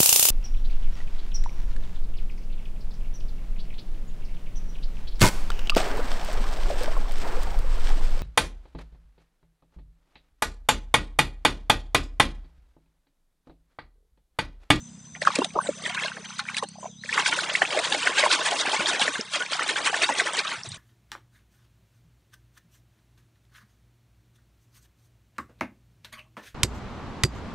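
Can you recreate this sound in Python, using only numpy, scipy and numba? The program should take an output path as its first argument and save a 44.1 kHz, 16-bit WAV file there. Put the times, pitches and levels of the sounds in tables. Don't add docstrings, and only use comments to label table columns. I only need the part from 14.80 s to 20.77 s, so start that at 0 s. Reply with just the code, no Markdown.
import sys
import numpy as np
from scipy import signal
from scipy.fft import rfft, irfft
from scipy.io import wavfile
from scipy.ndimage import uniform_filter1d
from numba import njit

SR = 44100
rng = np.random.default_rng(int(sys.argv[2]) if len(sys.argv) > 2 else 0)


def gain_from_db(level_db):
    decades = np.asarray(level_db, float) / 20
    return 10 ** decades


def wav_out(sig):
    wavfile.write(sys.argv[1], SR, np.round(np.clip(np.atleast_2d(sig).T, -1, 1) * 32767).astype(np.int16))


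N = 263493
TIME = np.arange(N) / SR
SPREAD = 0.19
GLIDE = 0.00698


def curve(s, values):
    return np.interp(TIME, s, values)


def walk(rate):
    k = int(SR / rate)
    steps = np.repeat(rng.standard_normal(N // k + 1), k)
    return 1.372 * uniform_filter1d(uniform_filter1d(steps, k), k)[:N]


def band(hz, width_hz):
    f = np.fft.rfftfreq(N, 1 / SR)
    shape = 1 / (1 + (2 * (f - hz) / width_hz) ** 4)
    x = irfft(rfft(rng.standard_normal((2, N))) * shape, N)
    return x / x.std() * [[1], [SPREAD]]


# start_s, level_db
ENGINE = [
    (0, -45),
    (.3, -48),
    (.75, -46),
    (1.6, -48),
    (2.3, -49),
    (3.1, -53),
    (3.5, -58),
    (5.6, -58),
    (5.97, -55),
]
# multiple of firing rate, level_db
EXHAUST = [
    (3, -13),
    (4, -7.5),
    (5, -0.5),
    (6, 0.5),
    (7, -4.5),
    (8, -24),
]
# start_s, firing_hz
FIRING = [
    (0, 33.2),
    (.34, 31.7),
    (.62, 33.2),
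    (.95, 33.1),
    (1.45, 32.3),
    (1.7, 32.9),
    (2.25, 33.2),
    (2.48, 32.2),
]


def engine():
    firing_hz = curve(*np.transpose(FIRING)) * (1 + 0.00496 * walk(3.4))
    turn = 2 * np.pi * np.cumsum(firing_hz) / SR
    hum = sum(gain_from_db(db + 2.0 * walk(9)) * np.sin(k * turn) for k, db in EXHAUST)
    return hum / hum.std() * gain_from_db(curve(*np.transpose(ENGINE))) * [[1], [0.07]]


# pitch_hz, width_hz, start_level_db, level_db at 2.3 s, end_level_db
INSECTS = [
    (6104, 153, -52.5, -55.5, -62),
    (7400, 1000, -57.5, -115, -68),
    (3600, 320, -69, -72.5, -58.5),
    (5020, 530, -69, -67, -73),
]


def insects():
    buzz = np.zeros((2, N))
    for hz, width_hz, *db in INSECTS:
        level_db = curve([0, 2.3, N / SR], db) + 2.8 * walk(46)
        buzz += band(hz, width_hz) * gain_from_db(level_db)
    return buzz


# pitch_hz, level_db per Hz
GARDEN = [
    (30, -16),
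    (100, -2.5),
    (200, 1),
    (350, -19.5),
    (700, -22.5),
    (2800, -31),
    (5700, -38),
    (8000, -22),
    (10300, -45),
]
GARDEN_DB = -55


def garden():
    hz, db = np.transpose(GARDEN)
    swell = walk(1.5)
    hiss = np.zeros((2, N))
    for f in 30 * 2 ** np.arange(0, 8.6, 0.5):
        colour_db = np.interp(np.log(f), np.log(hz), db)
        hiss += band(f, f / 3) * np.sqrt(f) * gain_from_db(colour_db + 2.0 * swell + 0.85 * walk(8.1))
    duck_db = curve(*np.transpose(ENGINE)) - ENGINE[1][1]
    return hiss / hiss[0].std() * gain_from_db(GARDEN_DB + 0.4 * duck_db)


@njit
def ring(start, hz, rise, size, phase, pan, glide):
    out = np.zeros((2, N))
    for g in range(len(start)):
        step, p = 2 * np.pi * hz[g] / SR, phase[g]
        climb, fade = 1 + glide[g] * hz[g] / SR, np.exp(-3 / rise[g])
        env = size[g] * (np.e / rise[g]) ** 3
        for n in range(min(int(4 * rise[g]), N - start[g]) if size[g] > 0 else 0):
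            out[0, start[g] + n] += env * n ** 3 * np.sin(p)
            out[1, start[g] + n] += env * n ** 3 * np.cos(p) * pan[g]
            env, p, step = env * fade, p + step, min(step * climb, 1.6)
    return out


# peak_s, peak_db, pitch_hz
PLOPS = [(0.352, -28.5, 2000), (0.4196, -16.5, 1910), (0.4223, -21.5, 607), (0.4527, -19, 1580),
         (0.4742, -1.2, 1250), (0.559, -16, 2470), (0.589, -14, 523), (0.6201, -13.5, 980),
         (0.7598, -19, 745), (0.7629, -19, 437), (0.7668, -18, 970), (0.7787, -21, 580), (0.7899, -8, 1095),
         (1.063, -20, 1970), (1.37, -26.5, 1710), (1.5939, -19, 1440), (1.688, -18, 2310),
         (1.7683, -18.5, 2690), (1.8267, -17.5, 1058), (1.8313, -22.5, 522), (1.835, -30.5, 2860),
         (2.238, -25.5, 1908), (2.2493, -39, 548), (2.293, -20.5, 1900)]
# peak_s, peak_db, pitch_hz
SNAPS = [(0.479, -23, 4980), (0.5573, -17, 5050), (0.6455, -15, 3700), (0.8714, -27, 3730),
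         (1.0559, -22, 3350), (1.1472, -22.5, 3860), (1.2588, -18.5, 4240), (1.5986, -18.5, 4160),
         (1.783, -15, 3900), (2.6084, -16.5, 4100), (2.9914, -16, 3900), (3.05, -17, 3200),
         (3.1249, -10, 3600), (3.5283, -12.5, 4860), (3.6878, -15, 3500), (3.712, -20, 3240),
         (3.7984, -15.5, 3570), (4.0596, -13, 3620), (4.1961, -12, 3860), (4.2246, -10, 3050),
         (4.411, -16.5, 5260), (4.557, -20.5, 3140), (4.624, -19.5, 3150), (4.733, -16, 3250),
         (4.8907, -17.5, 3960), (5.404, -14.5, 3750), (5.591, -13, 4200), (5.6792, -18, 3880),
         (5.8346, -23, 5500), (5.9187, -25.5, 4040)]
# peak_s, peak_db, pitch_hz
TRICKLE = [(0.505, -19, 1186), (0.539, -28, 925), (0.568, -28, 535), (0.658, -28, 686), (0.706, -37, 2340),
           (0.814, -25.5, 1500), (0.929, -38, 1410), (1.096, -23.5, 2240), (1.177, -21, 1630),
           (1.198, -20, 2300), (1.236, -22, 2640), (1.282, -21.5, 2820), (1.319, -25, 1540),
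           (1.445, -34, 2020), (1.506, -31, 1380), (1.654, -32, 1555), (1.699, -28.5, 1110),
           (1.746, -22, 2140), (1.958, -38, 800), (1.986, -35, 705), (2.26, -30, 2450)]
# peak_s, peak_db, pitch_hz
GURGLES = [(2.3284, -14, 2380), (2.3783, -11, 1660), (2.38, -13, 1137), (2.3922, -14, 1030),
           (2.4615, -12.5, 2270), (2.527, -14.5, 2300), (2.59, -14, 1510), (2.753, -7, 2080),
           (2.82, -5.5, 1784), (2.8197, -14, 757), (2.852, -15, 2440), (2.9749, -14, 606),
           (3.2743, -9.5, 1560), (3.4292, -11.5, 2120), (3.4366, -14, 596), (3.4383, -9, 2020),
           (3.4634, -8.5, 983), (3.543, -18, 2623), (4.28, -10.5, 1860), (4.3955, -23.5, 462),
           (4.663, -23, 2400), (4.795, -14, 1350), (5.1319, -19, 846), (5.143, -13, 1765),
           (5.2202, -12, 2760), (5.234, -12, 2160), (5.2923, -12, 975), (5.4001, -8, 2000),
           (5.471, -18, 1940)]
# peak_s, peak_db, pitch_hz
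GLUGS = [
    (.592, -16, 288),
    (0.621, -20, 420),
    (0.893, -25, 318),
    (5.3, -13.5, 885),
    (5.786, -40, 131),
    (5.879, -32.5, 130),
    (5.919, -33, 120),
    (3.997, -30, 202),
    (4.219, -31, 229),
    (4.394, -28, 231),
]
# peak_s, peak_db
DROPS = [(.4205, -31), (0.5572, -16.5), (0.647, -27), (0.696, -40), (1.0244, -32), (1.06, -30.5),
         (1.0718, -26), (1.7833, -25), (1.836, -28), (1.8884, -31), (2.0073, -37.5), (2.841, -26.5),
         (2.99, -20.5), (3.8612, -27), (4.833, -22), (5.3394, -24), (5.5343, -20), (5.8896, -26),
         (5.947, -35)]
DROP_HZ, FLING_DB = 8200, -6
BUBBLE_MS, SIZE_LAW = 3.584, -0.7


def pops(count=4):
    fine = [(s, db, DROP_HZ) for s, db in DROPS]
    flung = [(s, db + FLING_DB, DROP_HZ) for s, db, *_ in PUSHES]
    leaders = np.array(PLOPS + GURGLES + SNAPS + TRICKLE + GLUGS + fine + flung)
    s, db, hz = np.repeat(leaders, count, axis=0).T
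    phase, side, late, shift = rng.random((len(s), 4)).T
    trailing = np.arange(len(s)) % count > 0
    rise = np.maximum(BUBBLE_MS * (hz / 1000) ** SIZE_LAW, 1.2) / 1000 * SR / 1.395
    start = s * SR - rise + trailing * late * (3.0 * rise + 90)
    pitch = np.minimum(0.9615 * hz * 2 ** (trailing * 1.096 * (shift - 0.5)), 10000)
    size = gain_from_db(db - 14.1 * trailing)
    pan = SPREAD * np.sign(side - 0.5)
    return ring(start.astype(np.int64), pitch, rise, size, 2 * np.pi * phase, pan, GLIDE + 0 * s)


def slaps(count):
    when, chance = rng.random((count, 2)).T
    kicks = np.zeros(N)
    kicks[(when * N).astype(int)] = -np.log(1 - 0.95 * chance)
    drained = signal.lfilter([1], [1, -np.exp(-1 / (0.008 * SR))], kicks)
    bursts = uniform_filter1d(drained, size=220)
    return bursts / bursts.mean()


def swarm(kind, power, count):
    low_hz, high_hz, cycles, scatter_db, tilt_db, trim_db = kind
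    when, pitch, chance, long, phase, side, born, climb = rng.random((count, 8)).T
    start = (when * N).astype(np.int64)
    octaves = pitch * np.log2(high_hz / low_hz)
    hz = low_hz * 2 ** octaves
    rise = cycles * SR / hz * 2 ** (2.78 * (long - 0.5))
    size = gain_from_db(tilt_db * octaves - scatter_db * np.log(1 - 0.999 * chance)) / np.sqrt(rise)
    size = size / np.sqrt(np.sum(size ** 2 * rise) * 0.47 / N)
    share = np.clip((power[start] / np.percentile(power, 85)) ** 0.3, 0.7, 1)
    size = size * gain_from_db(trim_db) * np.sqrt(power[start] / share) * (born < share)
    pan = SPREAD * np.sqrt(12) * (side - 0.5)
    return ring(start, hz, rise, size, 2 * np.pi * phase, pan, GLIDE / cycles * (7 * climb - 2.5))


# low_hz, high_hz, rise in cycles, scatter_db, tilt_db per octave, trim_db
GULPS = (225, 786, 2.41, 1.96, 11, 0.65)
BUBBLES = (819.5, 3196, 7.5, 1.96, 2, -4)
SPRAY = (3179, 5795, 10, 2.5, -6.5, -2.5)
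MIST = (5802.5, 10294, 10.5, 2, -4.5, -6.5)
# start_s, unrest_db
UNREST = [(0.0, -62.5), (0.38, -62.5), (0.61, -43), (0.72, -51), (1.15, -43), (1.61, -48), (1.93, -58),
          (2.17, -72), (2.48, -36.5), (2.96, -31.5), (3.36, -31), (4.11, -31.5), (4.48, -42), (5.02, -30.5),
          (5.55, -32), (5.8, -44.5), (5.97, -66)]
# peak_s, level_db, length_ms, gulp_db and spray_db over bubbles
SPLASHES = [(0.357, -41.5, 20, -8, -11), (0.427, -33, 22, -14, -0.5), (0.472, -27.5, 22.7, -5, -5),
            (0.507, -37, 17, -34, -29), (0.56, -32, 125, -27, -6.5), (0.767, -47.5, 34, 14.5, -31),
            (0.865, -39, 57, -2.5, -11), (0.966, -50, 39, 2.5, -3), (1.062, -31.5, 79, -9.5, -6),
            (1.15, -31.5, 11, -25, -5.5), (1.179, -33.5, 210, -32, -23), (1.243, -28.5, 79, -15, -5.5),
            (1.373, -49, 77, 2.5, -20), (1.449, -36, 22, -22, -5), (1.538, -41.5, 77, -32, -3),
            (1.592, -30, 17, -36, -1), (1.698, -36, 77, -24, -7), (1.776, -29, 24, -20, -1),
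            (1.832, -34, 16, -1, -1), (2.04, -47, 70, 2, -12), (2.249, -45, 40, -32.5, 1),
            (2.3, -37.5, 52, -18, 0), (5.852, -43.5, 31, -5.5, 1), (5.929, -40.5, 56, -16, -1)]
# peak_s, level_db, length_ms, spray_db over bubbles
PUSHES = [(2.336, -24, 36, -8), (2.466, -20.5, 38, -3.5), (2.596, -28.5, 80, -2.5), (2.754, -28, 55, -4.5),
          (2.919, -31, 61, -12.5), (3.06, -24, 48, -5.5), (3.223, -23, 40, -6.5), (3.383, -22.5, 60, -3),
          (3.529, -19.5, 58, -1.5), (3.666, -22, 41, -3), (3.801, -22.5, 45, -2), (3.942, -24, 55, -5),
          (4.083, -23, 45, -1), (4.216, -18.5, 40, -3), (4.345, -27.5, 66, -4), (4.549, -25.5, 55, -4),
          (4.737, -25, 70, -6.5), (4.893, -20.5, 28, -7.5), (5.062, -18.5, 32, -4), (5.229, -20, 30, -1.5),
          (5.399, -18.5, 32, -5), (5.587, -20.5, 33, -6.5)]
# peak_s, level_db, length_ms, gulp_db over bubbles
PULLS = [(2.395, -21.5, 51, -14), (2.532, -24.5, 56, -11.5), (2.691, -28.5, 30, -12),
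         (2.823, -20, 18, -8.5), (2.974, -25, 47, -4.5), (3.133, -21, 38.4, -7), (3.277, -21, 51, -10),
         (3.442, -20.5, 46, -12.5), (3.601, -25.5, 46, -7), (3.73, -25.5, 44, -5), (3.874, -22.5, 42, -4.5),
         (4.005, -25.5, 43, -6), (4.143, -26.5, 64, -8), (4.275, -27, 43, -4.5), (4.403, -32.5, 13, -4.5),
         (4.608, -24.5, 38, -13), (4.818, -25, 41.5, -14.5), (4.966, -22, 26, -19), (5.144, -25, 45, -21),
         (5.296, -20.5, 23, -5.5), (5.47, -24.5, 40, -17), (5.7, -28.5, 127, -15.5)]
PUSH_GULP_DB, PULL_SPRAY_DB = -13.5, -9
CALM_DB = -45
GULP_DB, GULP_SLOPE, SPRAY_DB, SPRAY_SLOPE = -61, 1.45, -48, 0.88
STEADY = 0.4


def churning():
    unrest = curve(*np.transpose(UNREST))
    over = unrest - CALM_DB
    slosh_db = np.array([GULP_DB + GULP_SLOPE * over, unrest, SPRAY_DB + SPRAY_SLOPE * over])
    power = gain_from_db(2 * slosh_db)
    pushes = [(*row, PUSH_GULP_DB, spray_db) for *row, spray_db in PUSHES]
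    pulls = [(*row, PULL_SPRAY_DB) for row in PULLS]
    for peak, db, ms, gulp_db, spray_db in SPLASHES + pushes + pulls:
        near = slice(max(int((peak - 0.2) * SR), 0), int((peak + 0.2) * SR))
        late = (TIME[near] - peak) / (ms / 1000)
        hump = np.exp(-(late / np.where(late < 0, 0.4, 0.42)) ** 2)
        power[:, near] += hump * gain_from_db(2 * (db + np.array([[gulp_db], [0], [spray_db]])))
    shared = slaps(count=300)

    def slapped(flow):
        return flow * (STEADY + (1 - STEADY) * (shared + slaps(count=300)) / 2)

    gulp_power, bubble_power, spray_power = power
    water = swarm(GULPS, slapped(gulp_power), count=1800)
    water += swarm(BUBBLES, slapped(bubble_power), count=9000)
    water += swarm(SPRAY, slapped(spray_power), count=10000)
    water += swarm(MIST, slapped(spray_power), count=14000)
    return water


TUB_S, TUB_DB = 0.006, -15


def tub(water):
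    t = TIME[:SR // 15]
    lines = rfft(rng.standard_normal(len(t)) * np.exp(-t / TUB_S) * (t > 0.001))
    tail = irfft(lines / uniform_filter1d(np.abs(lines), size=11), len(t))
    tail = tail / np.linalg.norm(tail) * gain_from_db(TUB_DB)
    return water + signal.fftconvolve(water, tail[None])[:, :N]


# start_s, peak_db
SMACKS = [(0.4157, -20), (0.4504, -18), (0.468, -23), (0.5541, -9.5), (0.5866, -16), (0.6448, -12),
          (1.1457, -21.5), (1.6995, -27), (1.7427, -24.5), (1.7669, -16.5), (1.8865, -29), (2.3953, -16.5),
          (2.4615, -18.5), (2.5117, -19), (3.0414, -16), (3.0994, -15.5), (3.1446, -15), (3.5893, -20),
          (3.6593, -13.5), (3.7113, -14), (3.894, -21), (4.5348, -16), (4.7661, -23), (4.878, -16.5),
          (5.282, -26), (5.3856, -13), (5.5687, -11.5)]
# start_s, peak_db
BUMPS = [
    (0.734, -48),
    (3.114, -54),
    (5.211, -50),
]
SMACK_MS, SMACK_DB, SMACK_HZ = 3.3, -5, 1500
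BUMP_HZ, BUMP_MS, BUMP_DB = 58, 18, 6


def knocks():
    env = np.zeros(N)
    s, db = np.transpose(SMACKS)
    env[(s * SR).astype(int)] = gain_from_db(db + SMACK_DB)
    env = signal.lfilter([1], [1, -np.exp(-1000 / (SMACK_MS * SR))], env)
    env = uniform_filter1d(env, size=60)
    bright = signal.butter(1, SMACK_HZ, "high", fs=SR, output="sos")
    hiss = signal.sosfilt(bright, rng.standard_normal((2, N)))
    s, db = np.transpose(BUMPS)
    even = np.ones(len(s))
    rise = BUMP_MS / 1000 * SR * even
    start = (s * SR).astype(np.int64)
    deep = ring(start, BUMP_HZ * even, rise, gain_from_db(db + BUMP_DB), 0 * s, SPREAD * even, 0 * s)
    return env * hiss * [[1], [SPREAD]] + deep


# peak_s, peak_db, pitch_hz, length_ms
DRIPS = [(0.558, -25, 4070, 9), (0.591, -30, 1210, 9), (0.616, -29.5, 2760, 16), (0.647, -34, 5250, 7),
         (0.649, -30, 727, 13), (0.859, -37, 950, 9), (0.863, -35, 1530, 11), (0.873, -36, 3990, 12),
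         (0.879, -39, 2280, 8), (1.056, -29.5, 3370, 14), (1.064, -24, 1983, 8), (1.099, -31, 2740, 7),
         (1.15, -28, 1040, 11), (1.15, -26.5, 1640, 8), (1.17, -31, 1460, 11), (1.178, -28, 2410, 9),
         (1.183, -25, 1640, 10), (1.191, -27, 2630, 9), (0.805, -29, 1520, 12), (1.228, -28, 1720, 14),
         (1.236, -29, 3360, 8), (1.237, -28, 3960, 9), (1.24, -23.5, 2100, 9), (0.775, -25, 930, 18),
         (1.248, -29.5, 1026, 14), (1.249, -26, 640, 9), (0.76, -25, 1220, 12), (1.263, -26, 1580, 12),
         (1.283, -26, 2700, 7), (1.697, -29.5, 1460, 8), (1.748, -29, 3960, 9), (1.768, -32, 4640, 8),
         (1.777, -29, 1680, 10), (1.78, -31, 4780, 10), (0.892, -13, 545, 10), (2.058, -25, 690, 9),
         (2.032, -33, 1000, 11), (2.062, -31, 960, 9), (2.294, -24, 1770, 11)]
# peak_s, peak_db, pitch_hz, length_ms
BLOBS = [(2.38, -17, 2057, 9), (2.4, -23, 3130, 8), (2.402, -21.5, 2000, 8), (2.464, -17, 1550, 9),
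         (2.528, -22.5, 946, 8.2), (2.528, -20, 1890, 7.2), (2.529, -24, 1427, 15), (2.822, -24, 2930, 8),
         (2.854, -21, 2500, 8), (2.933, -24, 556, 8), (2.95, -22, 779, 11.6), (2.973, -27, 2100, 9),
         (2.988, -25, 2020, 9), (3.124, -21, 2765, 8.2), (3.125, -23, 824, 11.3), (3.125, -22, 1680, 13),
         (3.148, -20, 2170, 8), (3.149, -21, 597, 8), (3.231, -22.5, 2670, 7), (3.274, -24, 730, 9),
         (3.38, -17, 1585, 12.7), (3.393, -24, 1636, 20), (3.395, -23.5, 557, 14), (3.44, -18, 1070, 10.5),
         (3.507, -22, 1460, 13), (3.592, -23.5, 1030, 11.6), (3.662, -22, 1710, 17),
         (3.723, -19.5, 730, 11.4), (3.739, -22.5, 780, 11.3), (3.872, -19.5, 1630, 9.8),
         (3.935, -20, 860, 13.5), (3.966, -21.5, 2200, 11.4), (3.999, -23.5, 1456, 13),
         (4.06, -22, 3310, 8), (4.09, -21.5, 1680, 12.4), (4.091, -25.5, 3620, 16.3),
         (4.133, -22.5, 2540, 7.8), (4.15, -21, 1720, 8.3), (4.197, -22, 3790, 8), (4.2, -18.5, 780, 8),
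         (4.219, -23, 2245, 13), (4.22, -24, 1634, 21), (4.222, -19.5, 2800, 15), (4.358, -21, 1670, 8.2),
         (4.546, -28, 3250, 25), (4.549, -25, 1340, 8.9), (4.611, -24.5, 1462, 24), (4.625, -30, 1555, 22),
         (4.731, -24.5, 1340, 7.4), (4.81, -23.5, 1850, 9), (4.822, -24, 1940, 9), (4.823, -26, 1240, 11.3),
         (4.891, -25, 3790, 8), (4.895, -22, 1800, 8), (4.899, -23, 3230, 7.4), (4.962, -19.5, 1590, 8.7),
         (5.062, -20, 2145, 9), (5.131, -19.5, 788, 9), (5.232, -21.5, 1717, 16.3), (5.237, -21, 2570, 11),
         (5.238, -23, 4480, 15), (5.242, -20.5, 3660, 10.6), (5.292, -21.5, 1686, 10),
         (5.325, -22.5, 1977, 8.3), (5.399, -19, 1583, 9.8), (5.412, -24, 688, 11.8), (5.471, -21, 1980, 7),
         (5.577, -22.5, 1896, 8.5), (5.591, -24.5, 4570, 8), (5.593, -23.5, 2400, 18),
         (5.596, -22.5, 1590, 8.7), (5.654, -24, 1240, 11)]
HELD_DB, HELD_SHORT_MS, HELD_GLIDE = 0.5, 3.495, 0.03


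def held():
    s, db, hz, ms = np.array(DRIPS + BLOBS, float).T
    phase, side, climb = rng.random((len(s), 3)).T
    rise = np.maximum(ms - HELD_SHORT_MS, 2.5) / 1000 * SR / 1.4
    glide = HELD_GLIDE * 2 * climb * SR / (hz * rise)
    pitch = hz * (1 - glide * hz * rise / SR)
    start = (s * SR - rise).astype(np.int64)
    pan = SPREAD * np.sign(side - 0.5)
    return ring(start, pitch, rise, gain_from_db(db + HELD_DB), 2 * np.pi * phase, pan, glide)


# start_s, end_s, from_hz, to_hz, level_db, blur 0-1
BIRDS = [
    (0.806, 0.876, 9600, 6500, -40, 0.05),
    (1.846, 1.892, 3840, 4720, -50, 0.4),
    (1.886, 2.0, 4640, 4780, -60.5, 0),
    (1.983, 2.081, 8050, 5870, -50.5, 0.8),
    (2.077, 2.149, 4040, 2940, -57, 0.4),
    (2.169, 2.228, 3600, 4410, -48.5, 0.1),
]


def birds():
    song = np.zeros(N)
    for t0, t1, hz0, hz1, db, blur in BIRDS:
        part = np.clip((TIME - t0) / (t1 - t0), 0, 1)
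        hz = (hz0 + (hz1 - hz0) * part) * (1 + 0.078 * blur * walk(260))
        swell = np.sqrt(np.sin(np.pi * part).clip(0)) * (part < 1)
        song += gain_from_db(db) * swell * np.sin(2 * np.pi * np.cumsum(hz) / SR)
    t = TIME[:SR // 3]
    echoes = rng.standard_normal((2, len(t))) * np.exp(-t / 0.054) * gain_from_db(-28.5)
    return song * [[1], [0]] + signal.fftconvolve(song[None], echoes * [[1], [SPREAD]])[:, :N]


def scene():
    water = tub(churning() + pops() + held() + knocks())
    mid, side = water + engine() + birds() + insects() + garden()
    return np.array([mid + side, mid - side])


PATCH_DB, PATCH_SHARE = 2, 0.6


def patchy(dry):
    mid, side = (dry[0] + dry[1]) / 2, (dry[0] - dry[1]) / 2
    f, t, z = signal.stft(side, SR, nperseg=1536)
    row = (6 * np.log2(1 + f / 900)).astype(int)
    column = np.arange(len(t)) // 2
    keep, size = rng.random((2, row[-1] + 1, len(t)))[:, row][:, :, column]
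    share = PATCH_SHARE * np.clip(f / 700, 0.6, 1)[:, None]
    gain = (keep < share) * gain_from_db(PATCH_DB + 8 * (size - 0.5))
    smear = np.exp(2j * np.pi * rng.random(z.shape))
    side = signal.istft(z * gain * smear, SR, nperseg=1536)[1][:N]
    return np.array([mid + side, mid - side])


def band_limit(x):
    return signal.sosfilt(signal.butter(12, 10930, fs=SR, output="sos"), x)


def record(dry):
    thin = signal.sosfilt(signal.butter(1, 80, "high", fs=SR, output="sos"), patchy(dry))
    dull = signal.sosfilt(signal.cheby1(8, 0.5, 9550, fs=SR, output="sos"), thin)
    mix = signal.sosfilt(signal.ellip(8, 0.5, 70, 10330, fs=SR, output="sos"), dull)
    return band_limit(mix)


dry = scene()
out = record(dry)
wav_out(out)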